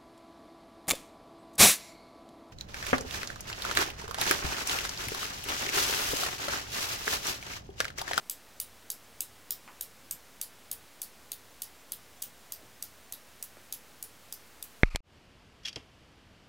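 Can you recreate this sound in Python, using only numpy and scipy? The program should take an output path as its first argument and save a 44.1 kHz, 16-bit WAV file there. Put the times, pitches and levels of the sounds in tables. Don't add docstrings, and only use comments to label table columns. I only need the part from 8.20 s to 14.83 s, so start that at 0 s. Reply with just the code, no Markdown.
import sys
import numpy as np
from scipy import signal
from scipy.fft import rfft, irfft
from scipy.io import wavfile
from scipy.ndimage import uniform_filter1d

SR = 44100
rng = np.random.default_rng(int(sys.argv[2]) if len(sys.argv) > 2 else 0)


def to_wav(sig):
    pcm = np.clip(np.atleast_2d(sig), -1, 1) * 32767
    pcm = np.round(pcm).astype(np.int16)
    wavfile.write(sys.argv[1], SR, pcm.T)


def boost_factor(decibels):
    exponent = np.asarray(decibels, float) / 20
    return 10 ** exponent


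N = 292383
SPAN = 16384
T = np.arange(SPAN) / SR
HZ = np.fft.rfftfreq(SPAN, 1 / SR)
TOP_HZ = 15830

# (frequency [Hz], level [dB])
PULSE = [(1200, -26), (2200, -13.5), (3500, -11.5), (5100, -7), (7000, -3), (9000, -4.5), (11500, 0),
         (13500, -2), (15600, -5), (15950, -17), (16700, -39), (17000, -59)]
DIP_HZ, DIP_WIDTH_HZ, DIP_DB = 4260, 100, -6
# (time [s], strength [dB], level at 3.6 kHz [dB], level at 6 kHz [dB])
LANDINGS = [(.09721, -11, -1.5, -2.5), (.40041, -11.5, 2.3, -.5), (.70196, -13, -0.3, 3),
            (1.0058, -11, -0.7, 0), (1.30669, -10.5, -1, -1.5), (1.60989, -12.5, -0.5, -1.5),
            (1.91027, -12, -3.5, -1.8), (2.21375, -11.5, -0.5, -0.5), (2.51424, -13.5, -0.5, 0),
            (2.81739, -13, -4.5, -0.5), (3.11786, -15.5, 4.5, -3), (3.41975, -14.5, 1.5, -0.5),
            (3.71997, -14, 0.5, -3.5), (4.02404, -16.3, 0, 2.5), (4.32168, -16.5, -1.7, 1.5),
            (4.62446, -16, 0, 0.3), (4.92346, -18.5, 2, 1.5), (5.22607, -16.5, -1.6, 0.5),
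            (5.52477, -14, 0.5, -2), (5.82661, -17.5, -4.5, 0.7), (6.1248, -18.5, -1.5, 3.5),
            (6.42593, -18.5, 2, -3)]
RUN_MS = [.5, 1.6, 1.6, .9, .7, 1.3, 2.1, 2.1, 1.2, 1.2, .7, 2.6, 1.5, .3, 1.9, 2.6, 1.7, 1, .9, 1, 1, 1.5]
FACING_HZ = [1500, 3600, 6000, 9500, 14500]
FACING_TOP_DB = -3
GRAZE_S, GRAZE_DB = 4.0209, -21
LEAD = 512
EVEN_BINS = 800


def cradle():
    pulse = gains(HZ, PULSE)
    dip_db = DIP_DB * np.exp(-((HZ - DIP_HZ) / DIP_WIDTH_HZ) ** 2)
    pulse = boost_factor(-0.74 + dip_db) * pulse / irfft(pulse)[0]
    places = np.array([[surroundings(side) for gap in range(4)] for side in (0, 1)])
    chance = rng.standard_normal((len(LANDINGS), 2, 6))
    out = np.zeros(N + SPAN)
    for k, (s, db, low_db, mid_db) in enumerate(LANDINGS):
        start = int(s * SR) - LEAD
        late_s, size = contacts(RUN_MS[k], db, chance[k])
        hits = taps(s + late_s - start / SR, size)
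        power = abs(hits.sum(axis=0)) ** 2
        broad = uniform_filter1d(power, size=EVEN_BINS) / boost_factor(db) ** 2
        side, gaps = k % 2, (k // 2 + np.arange(6)) % 4
        blow = hits / np.sqrt(broad) * places[side, gaps]
        facing = gains(HZ, list(zip(FACING_HZ, [0, low_db, mid_db, 0, FACING_TOP_DB])))
        out[start:start + SPAN] += irfft(pulse * facing * blow.sum(axis=0))
    start = int(GRAZE_S * SR) - LEAD
    graze = taps([LEAD / SR], [boost_factor(GRAZE_DB)])[0]
    out[start:start + SPAN] += irfft(pulse * graze * places[1, 0])
    return out[:N]


SECOND_MS, SECOND_SPREAD_MS = .16, .035
RUN_LOSS_DB, CONTACT_SCATTER_DB = -7, 2.2
UNEVEN = .95


def contacts(run_ms, db, chance):
    early = UNEVEN * (1 + np.tanh(chance[0, :4])) / 2
    steps = (np.arange(1, 5) - early) / 4
    second_ms = SECOND_MS + SECOND_SPREAD_MS * chance[0, 4]
    ms = np.r_[0, second_ms, second_ms + steps * run_ms]
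    size = boost_factor(RUN_LOSS_DB * np.r_[0, 0, steps] + CONTACT_SCATTER_DB * chance[1])
    return ms / 1000, boost_factor(db) * size / np.linalg.norm(size)


# (delay [ms], share of the direct pulse [1])
NEAR = [(.35, .28), (.612, .8), (.845, .42), (.935, -.3), (1.055, .22), (1.4, .18), (1.68, .25),
        (2.14, .17), (2.61, .16)]
# (frequency [Hz], level [dB])
NEAR_COLOUR = [(1500, -16), (2400, -4.5), (3600, 0.35), (15000, 3.5)]
SCATTER_DB, SCATTER_T60_S = -18, .0145
# (delay [ms], level after left landing [dB], level after right landing [dB], smear [ms], centre [Hz])
WALLS = [(11, -16, -26, .3, 4500), (11.2, -27, -29, .5, 10000), (12.4, -30, -25, .4, 8000),
         (13.3, -21, -21, .5, 14500), (16.6, -15, -20.5, .45, 15000), (17, -30, -31, .5, 11000),
         (21.2, -27, -26, .7, 11500)]
ROOM_DB, ROOM_GAP_DB, ROOM_START_MS = -27.5, -10, 10.4
# (frequency [Hz], T60 [s])
ROOM_T60 = [(2000, 0.12), (5000, 0.19), (10000, 0.17), (15000, 0.14)]
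# (frequency [Hz], level [dB])
ROOM_COLOUR = [(1500, -17), (3000, 4.5), (5000, 3.5), (7000, -0.1), (10000, 2), (13000, 5.5), (15800, 10)]


def surroundings(side):
    ms, size = np.transpose(NEAR)
    scatter_grain, room_grain, wall_grain = rng.standard_normal((3, SPAN))
    scatter = rfft(boost_factor(SCATTER_DB) * scatter_grain * fade(T - .0011, SCATTER_T60_S))
    near = (taps(ms / 1000, size).sum(axis=0) + scatter) * gains(HZ, NEAR_COLOUR)
    walls = 0
    for delay_ms, *db, smear_ms, hz in WALLS:
        burst = rfft(wall_grain * np.exp(-((T * 1000 - delay_ms) / smear_ms) ** 2))
        band = np.exp(-(np.log2((HZ + 1) / hz) / .5) ** 2)
        walls = walls + boost_factor(db[side]) * burst * band
    rise = np.where(T * 1000 < ROOM_START_MS, boost_factor(ROOM_GAP_DB), 1) * (T > .002)
    diffuse = 0
    centres = [f for f, _ in ROOM_T60]
    for hz, t60 in ROOM_T60:
        share = np.interp(HZ, centres, [f == hz for f in centres])
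        diffuse = diffuse + share * rfft(rise * fade(T, t60) * room_grain)
    room = walls + boost_factor(ROOM_DB) * diffuse * gains(HZ, ROOM_COLOUR)
    return 1 + near + room * (HZ < TOP_HZ)


# (time [s], peak [dB], frequency [Hz], width [Hz], room tail [dB])
KNOCKS = [(1.4771, -39.5, 1160, 300, -11), (1.4777, -40.5, 2470, 350, -14), (1.477, -42, 1630, 400, -13),
          (1.4795, -47.5, 920, 200, -5), (5.3697, -46, 626, 400, -20), (5.3698, -44, 1500, 900, -16),
          (5.3706, -49, 346, 80, -20), (1.93, -55, 170, 90, -4), (4.395, -55, 620, 300, -3),
          (4.415, -51, 450, 200, -9), (4.431, -51, 306, 90, -10), (4.446, -54.5, 131, 30.2, -4)]
KNOCK_T60_S = 0.22


def knocks():
    out = np.zeros(N)
    for s, db, hz, width, tail_db in KNOCKS:
        half_cycle = -np.sin(2 * np.pi * hz * T) * (T < .5 / hz)
        tap = ring(half_cycle, hz, width)
        tail = ring(ring(rng.standard_normal(SPAN), hz, 2 * width), hz, 2 * width)
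        tail = tail / tail.std() * np.clip(T / .01, 0, 1) * fade(T, KNOCK_T60_S)
        i = int(s * SR)
        out[i:i + SPAN] += boost_factor(db) * (tap / np.abs(tap).max() + boost_factor(tail_db) * tail)
    return out


# (frequency [Hz], level per Hz [dB])
HISS = [(12, -12), (20, -12), (27, -10.0), (64, -11.5), (196, -8.5), (238, -6.5), (306, -8.5), (342, -9.5),
        (491, -8.0), (857, -10.0), (1820, -12), (9390, -19.5), (15500, -23)][:-1] + [(15900, -21.5)]
HISS_DB, LINE_DB, DRONE_DB = -56.5, -74.5, -75
LINE_HZ, DRONE_HZ, DRONE_WIDTH_HZ = 98.3, 68, 9
BEAT_S, BEAT_NULL_S, BEAT_DEPTH = 0.692, 0.09, 0.9


def background():
    t = np.arange(N) / SR
    beat = 1 - BEAT_DEPTH * np.exp(2j * np.pi * (t - BEAT_NULL_S) / BEAT_S)
    line = level(np.imag(beat * np.exp(2j * np.pi * LINE_HZ * t)), LINE_DB)
    drone = ring(rng.standard_normal(N), DRONE_HZ, DRONE_WIDTH_HZ)
    drone = level(ring(drone, DRONE_HZ, DRONE_WIDTH_HZ), DRONE_DB)
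    hz = np.fft.rfftfreq(N, 1 / SR)
    hiss = irfft(rfft(rng.standard_normal(N)) * gains(hz, HISS) * (hz < TOP_HZ), N)
    return level(hiss, HISS_DB) + line + drone


FLECKS_PER_S, FLECK_S, FLECK_DB = 4.8, .036, -71
FLECK_LOW_HZ, FLECK_HIGH_HZ = 4300, 15500


def flecks():
    out = np.zeros(N + SPAN)
    for when, where in rng.random((int(FLECKS_PER_S * N / SR), 2)):
        hz = FLECK_LOW_HZ * (FLECK_HIGH_HZ / FLECK_LOW_HZ) ** where
        band = irfft(rfft(rng.standard_normal(SPAN)) * (abs(HZ / hz - 1) < .08))
        i = int(when * N)
        out[i:i + SPAN] += level(band, FLECK_DB) * np.sin(np.pi * np.minimum(T / FLECK_S, 1))
    return out[:N] * np.array([[1], [-1]])


def level(x, db):
    return x * boost_factor(db) / np.sqrt(np.mean(x ** 2))


def gains(hz, points):
    f, db = np.transpose(points)
    return boost_factor(np.interp(np.log(hz + 1), np.log(f), db))


def taps(seconds, sizes):
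    return np.asarray(sizes)[:, None] * np.exp(-2j * np.pi * np.outer(seconds, HZ))


def fade(t, t60):
    return (t >= 0) * np.exp(-np.log(1000) * np.maximum(t, 0) / t60)


def ring(x, hz, width):
    return signal.lfilter(*signal.iirpeak(hz, hz / width, SR), x)


def scene():
    return np.tile(cradle() + background() + knocks(), (2, 1))


def top_cut(x):
    return signal.sosfilt(signal.butter(12, 16970, fs=SR, output="sos"), x)


def record(dry):
    offset = .001
    mix = dry + offset + flecks()
    return top_cut(mix)


dry = scene()
out = record(dry)
to_wav(out)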